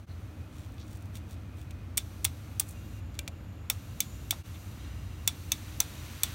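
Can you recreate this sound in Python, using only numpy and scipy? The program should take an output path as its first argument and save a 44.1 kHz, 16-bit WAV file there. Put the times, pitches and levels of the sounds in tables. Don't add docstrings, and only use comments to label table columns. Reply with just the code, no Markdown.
import sys
import numpy as np
from scipy import signal
from scipy.fft import rfft, irfft, next_fast_len
from scipy.io import wavfile
from scipy.ndimage import uniform_filter1d

SR = 44100
rng = np.random.default_rng(int(sys.argv[2]) if len(sys.argv) > 2 else 0)


def waveform_to_disk(signal):
    frames = np.transpose(np.atleast_2d(signal))
    scaled = np.clip(frames, -1, 1) * 32767
    samples = np.round(scaled).astype(np.int16)
    wavfile.write(sys.argv[1], SR, samples)


N = 279946
TIME = np.arange(N) / SR
LONG = next_fast_len(N, real=True)
HIT_SIZE = 8192
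AGE = np.arange(HIT_SIZE) / SR


def undb(db):
    return 10 ** (np.asarray(db) / 20)


def unit(x):
    return x / np.sqrt(np.mean(x ** 2))


def bins(size):
    return np.maximum(np.fft.rfftfreq(size, 1 / SR), 1)


def shape(points, f):
    hz, db = np.transpose(points)
    return np.interp(np.log(f), np.log(hz), db)


def peaks(resonances, f):
    return sum(db / (1 + (2 * (f - hz) / width) ** 2) for hz, width, db in resonances)


def hump(f, hz, octaves):
    return -10 * np.log10(1 + (np.log2(f / hz) / octaves) ** 4)


def colour(x, db):
    cepstrum = irfft(np.log(unit(undb(db))), len(x))
    cepstrum[1:len(x) // 2] *= 2
    cepstrum[len(x) // 2 + 1:] = 0
    response = np.exp(rfft(cepstrum))
    return irfft(rfft(x) * response, len(x))


def noise(db):
    spectrum = rng.standard_normal(len(db)) + 1j * rng.standard_normal(len(db))
    return unit(irfft(spectrum * undb(db), LONG)[:N])


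def walk(rate):
    levels = rng.standard_normal(size=256)
    return np.interp(TIME * rate, np.arange(len(levels)), levels)


def during(start, end, ramp):
    return np.clip(np.minimum(TIME - start, end - TIME) / ramp + .5, 0, 1)


def fade(t60, delay=0):
    return (AGE >= delay) * np.exp(-np.log(1000) * np.maximum(AGE - delay, 0) / t60)


def add(out, s, sound):
    start = max(int(s * SR), 0)
    part = out[start:start + len(sound)]
    part += sound[:len(part)]


# f/Hz, relative level/dB
AIR = [(25, -44), (50, -15), (75, -4.5), (115, -5), (150, -13.5), (280, -17.5), (400, -27), (600, -27.5),
       (900, -32.5), (1400, -32.5), (1800, -36.5), (2450, -37), (4000, -44.5), (15000, -69)]
# f/Hz, width/Hz, gain/dB
BOOM = [(42, 7.2, 10), (59.4, 3.55, 15), (85.7, 12.7, 8), (218, 6.3, 6.5), (308.2, 14.7, 7)]
# f/Hz, rms level/dB before their slow wander
TONES = [(100, -50), (1184, -78), (1297, -78), (1357, -78)]


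def hum():
    f = bins(LONG)
    air = undb(-42.0) * noise(shape(AIR, f) + peaks(BOOM, f))
    tones = 0
    for hz, db in TONES:
        level = undb(db + 2.4 * walk(rate=2.98))
        phase = 2 * np.pi * hz * TIME + 0.34 * walk(rate=4.12)
        tones = tones + level * np.sqrt(2) * np.sin(phase)
    return air + tones


IDLE_DB, IDLE_SAG_DB_PER_S = -67, 1.5
SURGE_DB, SURGE_S, STEP_S = 2.2, 0.052, 0.018
LULL_START_S, LULL_END_S, LULL_DB = 3.003, 3.7, -71.5


def hiss_level():
    db = IDLE_DB - IDLE_SAG_DB_PER_S * TIME
    for s, *_, setting_db in DETENTS:
        surge_db = SURGE_DB * np.exp(-np.maximum(TIME - s, 0) / SURGE_S)
        db = np.where(TIME < s, db, setting_db + surge_db)
    db = uniform_filter1d(db, int(STEP_S * SR) + 1)
    return db + (LULL_DB - db) * during(LULL_START_S, LULL_END_S, STEP_S)


HOVER_START_S, HOVER_END_S, HOVER_MOVE_S = 4.78, 5.26, 0.26
HOVER_SHADE_DB, HOVER_RUSH_DB, HOVER_ECHO_DB = -4, 5, -10
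# f/Hz, width/Hz, flutter/dB
WHISTLES = [(2498, 25, 2), (2770, 50, 2.8), (7000, 450, 1.5), (12660, 190, 1.6)]
# start t/s, end t/s, level/dB at middle flow, flare t/s, flare length/s, flare/dB
SINGING = [(.25, 3.14, -74.5, 1.68, .6, 6), (2.66, 5.65, -71, 5, .35, 9), (2.7, 6.6, -72.5, 4.11, 0.22, 11),
           (2.5, 6.6, -75, 6.3, .7, 9)]
MIDDLE_FLOW_DB = -60.5
WHISTLE_GROWTH, WHISTLE_FADE_S = 0.34, .2


def whistles(drive_db):
    f, out = bins(LONG), 0
    for (hz, width, flutter_db), singing in zip(WHISTLES, SINGING):
        start, end, db, flare_s, flare_length, flare_db = singing
        band = noise(-10 * np.log10(1 + (2 * (f - hz) / width) ** 4))
        flare = flare_db * np.exp(-(2 * (TIME - flare_s) / flare_length) ** 2)
        level_db = db + WHISTLE_GROWTH * drive_db + flare + flutter_db * walk(rate=23)
        out = out + band * during(start, end, WHISTLE_FADE_S) * undb(level_db)
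    return out


# f/Hz, relative level/dB
JET = [(1500, -17), (2600, -6), (4200, 4.5), (5000, 1.5), (6000, 6.5), (7700, 2.5), (9400, 3.5),
       (10450, -1.5), (11600, 3.5), (15500, 1)]
# f/Hz, width/Hz, gain/dB
PASSAGE = [(2550, 500, 2), (3800, 250, 3.5), (4490, 250, 2), (5980, 190, 4), (9780, 300, 2),
           (12700, 800, 2)]
# f/Hz, relative level/dB
RUSH = [(300, -3), (700, -2), (1100, 3.5), (2000, 2.5), (3600, 1), (5000, -5), (9000, -8.5), (15000, -42)]
RUSH_DB, RUSH_GROWTH = -2, 0.65


def hiss_and_whistles():
    hiss_db, hover = hiss_level(), during(HOVER_START_S, HOVER_END_S, HOVER_MOVE_S)
    drive_db = hiss_db - MIDDLE_FLOW_DB
    rush_db = RUSH_DB + RUSH_GROWTH * drive_db + HOVER_RUSH_DB * hover
    f = bins(LONG)
    passage = peaks(PASSAGE, f)
    jet = noise(shape(JET, f) + passage) * undb(0.13 * walk(rate=14))
    rush = noise(shape(RUSH, f) + passage) * undb(rush_db + 1.5 * walk(rate=7.2))
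    hiss = undb(hiss_db) * (jet + rush)
    echo = undb(HOVER_ECHO_DB) * hover
    reflected = np.interp(TIME - .001, TIME, hiss)
    hiss = (hiss + echo * reflected) / np.sqrt(1 + echo ** 2)
    return (hiss + whistles(drive_db)) * undb(HOVER_SHADE_DB * hover)


# f/Hz, relative level/dB
HOUSING = [(300, -13.5), (750, -2), (1650, -6.5), (2200, 3.5), (2950, -1), (3450, 3.5), (4000, 0.5),
           (5050, -1), (5750, -1), (8500, -0.5), (10300, -3), (12900, -5), (15200, -3), (16300, -1.5)]
# f/Hz, width/Hz, gain/dB
SHELL = [(2330, 110, 2.5), (2640, 77, 2.5), (3070, 170, -1), (3450, 170, 4), (5140, 310, -6),
         (5670, 290, 3), (10400, 460, -3.5)]


def plastic(f):
    return shape(HOUSING, f) + peaks(SHELL, f)


# t/s at the middle, length/s, level/dB, centre f/Hz, width/octaves
RUBS = [(0.112, 0.044, -64, 4170, .06), (.6, .17, -60.5, 3800, 1.8), (.815, .05, -56, 4400, .4),
        (0.923, .13, -59.5, 8000, 1.3), (1.162, 0.047, -51.5, 7000, 2), (1.317, .054, -56, 6960, 1.3),
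        (1.6, .075, -59.5, 8000, 1.9), (2.701, 0.053, -52, 9600, .55), (3.155, .035, -58, 2700, 1.5),
        (4.555, .031, -55, 2200, .7)]


def rubs():
    out, f = np.zeros(N), bins(HIT_SIZE)
    middle = AGE.mean()
    for s, length, db, hz, octaves in RUBS:
        grit_db = 6 * np.minimum(rng.exponential(size=HIT_SIZE), 6)
        slips = unit(rng.standard_normal(HIT_SIZE) * undb(grit_db))
        swell = np.exp(-(2 * (AGE - middle) / length) ** 2)
        tone = plastic(f) + hump(f, hz, octaves)
        add(out, s - middle, undb(db) * colour(slips * swell, tone))
    return out


def burst(envelope):
    x = envelope * rng.standard_normal(HIT_SIZE)
    power = uniform_filter1d(np.abs(rfft(x)) ** 2, size=110)
    x = colour(x, -10 * np.log10(power))
    return unit(x) * np.sqrt(np.mean(envelope ** 2))


def room_tail(db):
    return undb(db) * fade(t60=.12, delay=.005) * rng.standard_normal(HIT_SIZE)


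def contact(hz, octaves, t60):
    f = bins(HIT_SIZE)
    touch = burst(fade(t60)) + room_tail(db=-31)
    return colour(touch, plastic(f) + hump(f, hz, octaves))


GRIP_START_S, GRIP_END_S, GRIP_HZ = .72, 1.08, 10000
GRIP_LOWEST_DB, GRIP_SPREAD_DB = -54, 6


def grip_ticks():
    out = np.zeros(N)
    for place, strength in rng.random(size=(10, 2)):
        s = GRIP_START_S + place * (GRIP_END_S - GRIP_START_S)
        level = undb(GRIP_LOWEST_DB + GRIP_SPREAD_DB * strength)
        add(out, s, level * contact(GRIP_HZ, octaves=1.0, t60=0.0072))
    return out


# t/s, level/dB, centre f/Hz, width/octaves, t60/s
TAPS_AND_KNOCK = [(.7815, -49, 3800, .5, .016), (1.155, -45.5, 3500, 1.7, 0.04),
                  (1.708, -44.5, 4200, 1.4, .022), (3.1907, -23.5, 4700, 1.3, .011),
                  (3.2777, -31, 2900, 1.6, .024), (3.283, -45.5, 600, .25, 0.075),
                  (4.3259, -38, 850, .55, .07)]
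# f/Hz, relative level/dB, t60/s
DIAL_MODES = [(578, -12, 0.084), (1560, -8.5, 0.043), (2376, 2.5, 0.044), (2710, -7, 0.058)]
DIAL_RING_DB = -12.5


def taps_and_knock():
    out = np.zeros(N)
    ring = sum(undb(db) * fade(t60) * np.sin(2 * np.pi * hz * AGE) for hz, db, t60 in DIAL_MODES)
    for s, db, hz, octaves, t60 in TAPS_AND_KNOCK:
        add(out, s, undb(db) * (contact(hz, octaves, t60) + undb(DIAL_RING_DB) * ring))
    return out


# t/s, level/dB
CREST_TICKS = [(1.9732, -18), (2.2452, -19), (2.5968, -15.5)]


def crest_ticks():
    out = np.zeros(N)
    for s, db in CREST_TICKS:
        add(out, s, undb(db) * contact(hz=11200, octaves=0.87, t60=0.017))
    return out


# f/Hz, relative level/dB, t60/s
VALVE_MODES = [(2283, -5, .04), (2660, -11, .04), (3013, -12, .055), (3462, -1, .062), (3594, -3, .055),
               (3796, -10, .075), (4404, -15, .045), (5561, -7, .058), (5798, -6, .04), (6600, -11, .04),
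               (8081, -9, .035), (8527, -17, .055), (9184, -16, .065), (10916, -12, .04),
               (13636, -10, .035), (15140, -8, .035)]


def valve_ring():
    chance = rng.standard_normal((len(VALVE_MODES), 3))
    ring = 0
    for (hz, db, t60), (share, detune, turn) in zip(VALVE_MODES, chance):
        phase = 2 * np.pi * hz * (1 + .001 * detune) * AGE + np.pi * turn
        ring = ring + undb(db + 2 * share) * fade(t60) * np.sin(phase)
    return ring * (1 - fade(t60=0.0021))


# t/s, level/dB, brightness/(dB per octave),
# metal ring/dB before a common 7.5 dB cut, low knock/dB, hollow under the hand f/Hz, its lift/dB,
# hiss level/dB at this setting
DETENTS = [(1.9771, -15.5, 2.5, -8, -35, 8900, 10, -61.5), (2.2492, -14, 2.5, -9, -28.5, 9100, 10.5, -62),
           (2.5990, -15, 6, -20, -28.5, 8840, 13, -62.5), (3.6994, -14, 5, -8.5, -24.5, 2330, 9.5, -60.5),
           (4.0037, -14, 4.5, -8, -43, 6300, 10.5, -59.5), (4.3079, -14.5, 4.5, -6, -40, 3280, 7.5, -59),
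           (5.2757, -13, 3, -3.5, -31, 7040, 8.5, -57), (5.5187, -15, 3, -4.5, -34, 6260, 15, -56),
           (5.8022, -11, 4.6, -11.5, -28, 6080, 14, -54.5), (6.2334, -12, 4.5, -11, -30.5, 8300, 7, -52.5)]


def detents():
    out, f = np.zeros(N), bins(HIT_SIZE)
    octave = np.log2(np.maximum(f, 500) / 5000)
    seat_s = .0013
    for s, db, bright_db, ring_db, knock_db, hollow_hz, hollow_db, _ in DETENTS:
        flank = undb(4.5) * fade(t60=0.011) * (1 - fade(t60=0.0033))
        seat = undb(2.0) * fade(t60=0.0074, delay=seat_s)
        housing = undb(-12.0) * fade(t60=0.029, delay=seat_s)
        envelope = np.sqrt(flank ** 2 + seat ** 2 + housing ** 2)
        tone = plastic(f) + bright_db * octave
        snap = colour(burst(envelope), tone + peaks([(hollow_hz, 900, hollow_db)], f))
        room = colour(room_tail(db=-24.0), tone + hump(f, hz=2620, octaves=1.3))
        thud = burst(fade(t60=0.078, delay=seat_s))
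        knock = undb(knock_db) * colour(thud, hump(f, hz=960, octaves=0.63))
        ring = undb(ring_db - 7.5) * valve_ring()
        add(out, s, undb(db) * (snap + room + knock + ring))
    return out


def scene():
    fingers = rubs() + grip_ticks() + taps_and_knock()
    return (hum() + hiss_and_whistles() + fingers + crest_ticks() + detents())[None]


# t/s, half width/s, depth (0-1)
DIPS = [(.062, .03, .95), (.025, .04, .4), (4.431, .028, .88)]
TOP_HZ = 15750


def record(dry):
    gain = np.ones(N)
    for s, width, depth in DIPS:
        gain *= 1 - depth * np.maximum(1 - np.abs(TIME - s) / width, 0)
    low_pass = signal.ellip(8, .2, 70, TOP_HZ, fs=SR, output="sos")
    return signal.sosfilt(low_pass, dry * gain)


dry = scene()
out = record(dry)
waveform_to_disk(out)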